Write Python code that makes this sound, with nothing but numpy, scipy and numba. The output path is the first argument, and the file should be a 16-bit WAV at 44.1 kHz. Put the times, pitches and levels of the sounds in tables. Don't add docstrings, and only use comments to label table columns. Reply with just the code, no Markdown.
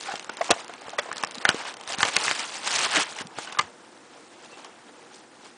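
import sys
import numpy as np
from scipy import signal
from scipy.fft import rfft, irfft
from scipy.io import wavfile
from scipy.ndimage import uniform_filter1d, minimum_filter1d
from numba import njit

SR = 44100
rng = np.random.default_rng(int(sys.argv[2]) if len(sys.argv) > 2 else 0)


def to_wav(s):
    ch = np.atleast_2d(s).T
    pcm = np.round(np.clip(ch, -1, 1) * 32767)
    wavfile.write(sys.argv[1], SR, pcm.astype(np.int16))


def boost_factor(decibels):
    exponent = np.asarray(decibels, float) / 20
    return 10 ** exponent


N = 245625

# start in seconds, peak in dB, patch pitch in Hz, fall in ms.
SNAPS = [(0.1553, -20.5, 3200, 2), (.2958, -20.5, 645, 3.1), (0.492, -19, 740, 4.9),
         (.5041, -4.5, 530, 2.37), (0.5078, -8, 450, 5.4), (0.8185, -28, 676, 1.43),
         (0.982, -17, 1130, 7.6), (0.993, -16.5, 1560, 4.1), (1.1602, -21.5, 744, 0.76),
         (1.168, -19.5, 4100, 1.3), (1.2362, -8, 970, 1.3), (1.382, -19, 3860, 1.6), (1.4519, 2, 1560, 1.3),
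         (1.4904, 4.5, 1560, .8), (1.722, -32, 3920, 1.5), (1.7976, -32, 820, 5.3),
         (2.0052, -11.5, 1450, 1.7), (2.0297, 1.5, 1870, 2.8), (2.0836, -18, 1510, 3.8),
         (2.2192, -22, 885, 4.7), (2.3116, -5, 2200, 0.88), (3.1873, -19.5, 2860, 1.06),
         (3.2089, -23.5, 268, 3.2), (3.366, -36, 850, 5.1), (4.646, -30.5, 1100, 2.6),
         (3.5867, -10, 1186, 6.1), (3.5903, -8, 2840, 2.2), (3.5925, -6.5, 1164, 3.76),
         (3.61, -18, 1180, 2.8), (4.645, -32, 3140, 4.2)]
# start in seconds, peak in dB, patch pitch in Hz, fall in ms.
CRACKS = [(.1956, -24.5, 2830, 0.43), (.2260, -35, 670, 2), (.2448, -27.5, 1090, 0.78),
          (.3754, -40, 1630, 2.7), (.5071, -6.5, 2650, 5.5), (.5135, -12, 3920, 3.3),
          (1.272, -31, 5000, 1.1), (1.4125, -35, 1820, 7.1), (1.4985, -21, 740, 3.2),
          (1.7395, -30, 790, 1.64), (1.7679, -33, 670, 2.6), (1.8105, -27.5, 3040, 1.3),
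          (1.836, -31.5, 1570, 0.64), (1.8755, -25, 970, 1.56), (1.9007, -26, 830, 4.8),
          (1.9845, -22, 260, 1.66), (1.9908, -26, 885, 3.3), (2.049, -15.5, 970, 5.3),
          (2.1645, -8, 2150, 3.65), (2.2645, -24, 650, 0.57), (2.554, -30, 800, 3.8),
          (3.1228, -33, 1405, 1.34), (3.5228, -29, 3570, 3.7), (5.1469, -48, 320, 3.7),
          (5.162, -48, 1244, 10.5)]
# start in seconds, peak in dB, patch pitch in Hz, fall in ms.
POPS = [(.138, -16, 755, 2.7), (0.2935, -16.5, 1424, 3.4), (0.562, -24, 676, 8.5), (.6946, -20.5, 690, 3.7),
        (0.752, -39, 1250, 1.1), (0.7803, -27.5, 2400, 1.3), (0.8826, -20, 410, 2.1),
        (0.932, -20.5, 690, 4.9), (.9855, -9, 1923, 6.2), (0.988, -12, 590, 3.9), (1.0576, -27, 710, 6.6),
        (1.0887, -22.5, 655, 5.6), (1.115, -11, 1125, 1.1), (1.2356, -8.5, 1640, 2.3),
        (1.3458, -21.5, 4170, 2.3), (1.5445, -11.5, 397, 1.7), (1.652, -22, 1020, 2),
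        (2.2821, -13.5, 2710, 1.5), (2.2803, -1.5, 1930, .9), (2.7396, -22, 880, 1.1),
        (2.8616, -16, 1040, 5.4), (2.9865, -12, 2340, 0.88), (3.473, -21, 1530, 4.9),
        (3.548, -24.5, 1470, 4.3), (3.5723, -17, 1220, 1.7), (0.413, -12, 1130, 4.3),
        (0.4134, -15, 1950, 4.5), (3.3858, -9.5, 940, 1.3), (3.387, -18, 410, 1.8)]
# start in seconds, peak in dB, pitch in Hz, fall in ms.
CREAKS = [
    (.084, -19, 780, 7),
    (.104, -23.5, 710, 6.7),
    (0.409, -5, 670, 4.2),
    (0.5108, -4, 730, 4.2),
    (4.506, -42.5, 2680, 34),
]
# start in seconds, peak in dB, pitch in Hz, fall in ms.
THUMPS = [(.508, -18.5, 300, 8.4), (1.371, -30.5, 240, 8.7), (2.034, -26, 136, 2.7), (2, -29.5, 67, 4.2),
          (2.311, -22.5, 32, 7), (2.968, -17, 306, 11.8), (3.213, -41, 81, 25), (3.62, -37.5, 90, 32),
          (3.245, -30, 150, 15), (3.369, -36, 130, 19.2), (0.86, -34, 63, 6), (.52, -22, 62, 11)]
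# start in seconds, peak in dB, pitch in Hz.
TICKS = [(.0092, -23, 5540), (0.0296, -26.5, 6970), (.036, -26, 3350), (0.1185, -25, 1410),
         (0.1765, -37, 3820), (0.3699, -23.5, 7430), (0.4438, -23.5, 7160), (.455, -32, 6400),
         (.645, -26.5, 7730), (.68, -28.5, 6200), (0.7374, -29.5, 2500), (0.8936, -25.5, 5600),
         (.9034, -31, 3120), (1.247, -19, 5500), (1.1282, -19.5, 1770), (1.1805, -18, 6880),
         (1.2271, -22, 6070), (1.31, -25, 6500), (1.3192, -28.5, 6450), (1.353, -21, 6700),
         (1.8826, -31, 1350), (1.9222, -19, 3370), (1.9371, -20, 2800), (1.9639, -35, 1420),
         (2.394, -16.5, 3030), (2.404, -23.5, 3120), (2.5213, -32, 2240), (2.9666, -17, 1990),
         (3.165, -28, 6000), (3.27, -29, 7700)]
TICK_FALL_MS = 1
# spray against ring in dB, least rise in ms, rise as share of fall,
# neighbour modes in dB.
BUCKLE_KINDS = [
    (2.5, .7, .22, -0.3),
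    (-5.5, .55, 0.13, 3.5),
    (-15, .55, 0.13, 0.4),
    (-23, 0.36, 0.88, -5),
    (-47, 4.2, 0.18, -1),
    (-2.5, 0.83, 0.075, 5.5),
]

# time in seconds, effort in dB, small creases against body in dB.
GRIP = [(0, -54, 17.5), (.2, -52.5, 8.5), (.26, -51, -2.5), (.55, -44, 1), (.7, -47, -8), (.81, -52, 0.5),
        (1.1, -45.5, -5.5), (1.8, -52, -1.5), (2.0, -55, -3), (2.4, -39, 9), (2.55, -45, 4), (3.1, -51, 11),
        (3.3, -53, -10.5), (3.5, -48.5, -6), (3.72, -58.5, -4.5), (4.3, -57, 1.5), (4.75, -55, -5.5),
        (5.56, -60, -1)]
# full effort at seconds, hold in seconds, effort in dB,
# small creases against body in dB.
STROKES = [(0.076, 0.056, -36, -17), (0.443, 0.081, -46.5, 6.5), (0.584, .02, -52.5, 12),
           (1.029, 0.007, -42.5, -2), (1.19, .01, -45, 2), (1.355, 0.014, -53, 7), (1.42, .03, -45.5, 3),
           (1.488, 0.012, -29.5, -4.5), (1.553, .13, -39, -2), (2.015, 0.016, -31.5, 3.7),
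           (2.133, 0.14, -36.5, 7.7), (2.251, 0.051, -29.5, 0.5), (0.724, 0.014, -54, -6),
           (0.875, 0.023, -44.5, -11), (1.228, 0.0079, -48, -3.2), (1.622, 0.033, -59, -2)]
# full effort at seconds, hold in seconds, effort in dB,
# small creases against body in dB.
SLIDES = [(2.918, 0.039, -43.5, 17), (3.123, .04, -46, 2.5), (3.384, .01, -44, 4.5), (3.538, .01, -51, 3),
          (2.402, 0.025, -33.5, -2), (2.561, 0.011, -41.5, 8), (2.67, 0.033, -32, 6.5),
          (2.735, 0.062, -33, 8.5), (2.816, 0.044, -27, 1.5), (2.968, 0.0049, -17.5, -5.5),
          (3.417, 0.035, -51.5, 11), (3.48, .02, -41, -5), (3.6, 0.022, -42, 1.5), (4.448, .004, -52, 4.5),
          (4.522, 0.15, -56, 1.5), (5.156, 0.0036, -60.5, 17), (5.433, 0.045, -60.5, 8)]
# full effort at seconds, hold in seconds, effort in dB,
# small creases against body in dB.
JERKS = [
    (1.677, 0.023, -47, 8.5),
    (1.909, 0.038, -36.5, 4.5),
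    (2.081, 0.014, -31.5, 2.5),
    (2.994, 0.039, -34, 10.5),
    (3.194, 0.026, -40.5, 2),
]
ATTACK_DB_PER_S, RELEASE_DB_PER_S, STOP_DB_PER_S = 288.5, 234, 1200
CREASE_HASTE = 1.28
PANEL_DB, PANEL_FOLLOW, PANEL_DULL = -52.5, 0.46, 0.067
CARD_OUT_S, ENVELOPE_SCATTER_DB, CARD_SCATTER_DB = 2.4, 2, -0.48
SMOOTH_PER_DB = .09

# centre in Hz, width in Hz.
BANDS = [
    (350, 650),
    (1650, 2100),
    (6000, 6500),
]
# frequency in Hz, level in dB per Hz.
PAPER = [(71, -55), (120, -37.5), (387, -12), (492, -12.5), (843, -3), (2020, -4.5), (2520, -2), (6500, 1),
         (8590, 0.5), (10200, -3), (13200, -50), (22000, -120)]
# frequency in Hz, level in dB per Hz.
ROOM = [(15, -49), (25, -22.5), (173, -11), (246, -4), (387, -3), (417, -44), (473, 0.5), (550, -12.5),
        (843, -13), (980, -14.5), (1700, -13.5), (2960, -21.5), (10200, -15), (13200, -70), (22000, -120)]
ROOM_DB = -51.5
TOP_HZ = 10050


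@njit
def grains(start, hz, rise_s, t60_s, size, turn):
    out = np.zeros(N)
    for k in range(len(start)):
        spin = np.exp(2j * np.pi * hz[k] / SR)
        fade = np.exp(-np.log(1000) / (t60_s[k] * SR))
        z = size[k] * np.exp(1j * turn[k])
        up = 1 + int(rise_s[k] * SR)
        for i in range(min(N - start[k], up + int(.5 * t60_s[k] * SR))):
            out[start[k] + i] += z.imag * min(1., (i + 1) / up)
            z *= spin if i < up else spin * fade
    return out


def shape_db(table, hz):
    table_hz, db = np.transpose(table)
    return np.interp(np.log(hz), np.log(table_hz), db)


def sample(s):
    return np.clip(s * SR, 0, N - 1).astype(np.int64)


def walk(rate_hz):
    held = rng.standard_normal(N // 100)[(np.arange(N) * rate_hz / SR).astype(int)]
    return uniform_filter1d(held, int(SR / rate_hz))


def buckles():
    ticks = [tick + (TICK_FALL_MS,) for tick in TICKS]
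    rows = []
    for table, kind in zip((CRACKS, SNAPS, POPS, CREAKS, THUMPS, ticks), BUCKLE_KINDS):
        spray_db, least_rise_ms, rise_share, modes_db = kind
        for row in table:
            rows.append(row + (spray_db, least_rise_ms + rise_share * row[-1], modes_db))
    return np.transpose(rows)


def snaps(count=40, lo_hz=350, hi_hz=10000, crack_cycles=4.4, spray_db=-3.0, tilt=0.49,
          order=6, ring=5.0, ring_db=-6.5, near_db=-10.5, near_octaves=.8):
    s, db, patch_hz, fall_ms, crack_db, rise_ms, modes_db = buckles()[:, :, None]
    fall_s, rise_s = fall_ms / 1000, rise_ms / 1000
    late, early, pitch, turn, big = np.moveaxis(rng.random((len(s), count, 5)), 2, 0)
    hz = lo_hz * (hi_hz / lo_hz) ** pitch
    delay_s = rise_s * np.sqrt(early) - 0.66 * fall_s * np.log(late) * (1500 / hz) ** .3
    piled = count * 0.7 / hz / (0.56 / hz + fall_s + rise_s)
    size = boost_factor(db + crack_db + spray_db + shape_db(PAPER, hz) + 3.4 * big)
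    size = size * (hz / 1500) ** tilt / np.sqrt(1 + piled)
    flat_hz = hz.ravel()
    cracks = grains(sample(s + delay_s).ravel(), flat_hz, 0.37 / flat_hz, crack_cycles / flat_hz,
                    size.ravel(), 2 * np.pi * turn.ravel())
    other = np.arange(order) > 0
    mode_hz = patch_hz * 2 ** (other * near_octaves * (2.4 * pitch[:, :order] - 1))
    mode_hz = np.minimum(mode_hz, hi_hz)
    start_s = s + other * .5 * fall_s * late[:, :order]
    strength = boost_factor(db + ring_db + other * (near_db + modes_db + 1.3 * big[:, :order]))
    phase = turn[:, :order] * (1 + 5 * other)
    each = np.ones(order)
    patch = grains(sample(start_s).ravel(), mode_hz.ravel(), (rise_s * each).ravel(),
                   ((ring * fall_s + 0.0015) * each).ravel(), strength.ravel(), phase.ravel())
    return cracks + patch


def effort(t):
    s, grip_db, bright_db = np.transpose(GRIP)
    full_s, hold_s, stroke_db, shine_db = np.transpose(STROKES + SLIDES + JERKS)[:, :, None]
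    counts = [len(STROKES + SLIDES), len(JERKS)]
    release = np.repeat([RELEASE_DB_PER_S, STOP_DB_PER_S], counts)[:, None]
    short_db = ATTACK_DB_PER_S * np.maximum(full_s - t, 0)
    short_db = short_db + release * np.maximum(t - full_s - hold_s, 0)

    def total_db(base_db, peaks_db):
        return 10 * np.log10(boost_factor(2 * base_db) + boost_factor(2 * peaks_db).sum(axis=0))

    body_db = total_db(np.interp(t, s, grip_db), stroke_db - short_db)
    creases_db = total_db(np.interp(t, s, grip_db + bright_db),
                          stroke_db + shine_db - CREASE_HASTE * short_db)
    panels_db = PANEL_DB + PANEL_FOLLOW * (body_db + 45) - PANEL_DULL * (creases_db - body_db)
    return panels_db, body_db, creases_db


def rustle(count=30000, lo_hz=160, hi_hz=10350, cycles=17.6, surge_db=1.73, surge_hz=60):
    when, pitch, chance, turn = rng.random((count, 4)).T
    at = sample(when * N / SR)
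    hz = lo_hz * (hi_hz / lo_hz) ** pitch ** .7
    levels_db = effort(at / SR)
    density_db = [db - 10 * np.log10(width) for db, (_, width) in zip(levels_db, BANDS)]
    knots = np.log([centre for centre, _ in BANDS])
    share = [np.interp(np.log(hz), knots, row) for row in np.eye(3)]
    detail_db = shape_db(PAPER, hz) - np.interp(np.log(hz), knots, shape_db(PAPER, np.exp(knots)))
    per_hz_db = sum(a * b for a, b in zip(share, density_db)) + detail_db
    scatter_db = np.where(at / SR < CARD_OUT_S, ENVELOPE_SCATTER_DB, CARD_SCATTER_DB)
    scatter_db = np.clip(scatter_db - SMOOTH_PER_DB * (levels_db[1] + 55), 0, 3.6)
    spread = boost_factor(-scatter_db * np.log(chance)) * np.sqrt(1 - scatter_db * np.log(10) / 10)
    crowd = count * SR / N / np.log(hi_hz / lo_hz) * pitch ** .3 / 0.66
    crowd = crowd * cycles / (4 * np.log(1000))
    size = boost_factor(per_hz_db + surge_db * walk(surge_hz)[at]) * hz / np.sqrt(crowd) * spread
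    return grains(at, hz, .5 / hz, cycles / hz, size, 2 * np.pi * turn)


def echoes(x, t60_s=0.045, dull_hz=2500, wet_db=-17):
    t = np.arange(5000) / SR
    tail = rng.standard_normal(len(t)) * boost_factor(-60 * t / t60_s) * (t > .002)
    tail = signal.lfilter(*signal.butter(1, dull_hz, fs=SR), tail)
    return x + boost_factor(wet_db) * signal.oaconvolve(x, tail / np.linalg.norm(tail))[:N]


def room():
    hz = np.maximum(np.arange(N // 2 + 1) * SR / N, 20)
    air = irfft(rfft(rng.standard_normal(N)) * boost_factor(shape_db(ROOM, hz)), N)
    return air / air.std() * boost_factor(ROOM_DB + .6 * walk(9))


def scene():
    return (rustle() + echoes(snaps()) + room())[None]


def gate_treble(x, size=512, under_db=-24.5, beside_db=-9.0, from_hz=3200, band_db=5.5,
                spare_db=4.5, reach=7, hold=2):
    hz, t, z = signal.stft(x, SR, nperseg=size, noverlap=size // 2)
    whole = np.sum(np.abs(z[hz > 800]) ** 2, axis=0)
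    edges = np.searchsorted(hz, np.geomspace(from_hz, TOP_HZ + 300, num=11))
    for a, b in zip(edges[:-1], edges[1:]):
        power = np.sum(np.abs(z[a:b]) ** 2, axis=0)
        click = -minimum_filter1d(-power, reach)
        need = np.maximum(whole * boost_factor(2 * under_db), click * boost_factor(2 * beside_db))
        luck_db = band_db * np.repeat(rng.standard_normal(len(t)), hold)[:len(t)]
        z[a:b] *= power > need * boost_factor(2 * (luck_db - spare_db * np.log2(TOP_HZ / hz[b])))
    return signal.istft(z, SR, nperseg=size, noverlap=size // 2)[1][:N]


def roll_off(x):
    return signal.sosfilt(signal.butter(12, 16300, fs=SR, output="sos"), x)


def record(dry, bass_hz=125, droop_hz=4800, ceiling=0.77, clip=.71):
    x = signal.sosfilt(signal.butter(2, bass_hz, "high", fs=SR, output="sos"), dry[0])
    x = signal.lfilter(*signal.butter(1, droop_hz, fs=SR), x)
    x = gate_treble(ceiling * np.tanh(x / ceiling))
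    x = signal.sosfiltfilt(signal.cheby2(16, 40, TOP_HZ + 250, fs=SR, output="sos"), x)
    mix = np.clip(x, -clip, clip)[None]
    return roll_off(mix)


dry = scene()
out = record(dry)
to_wav(out)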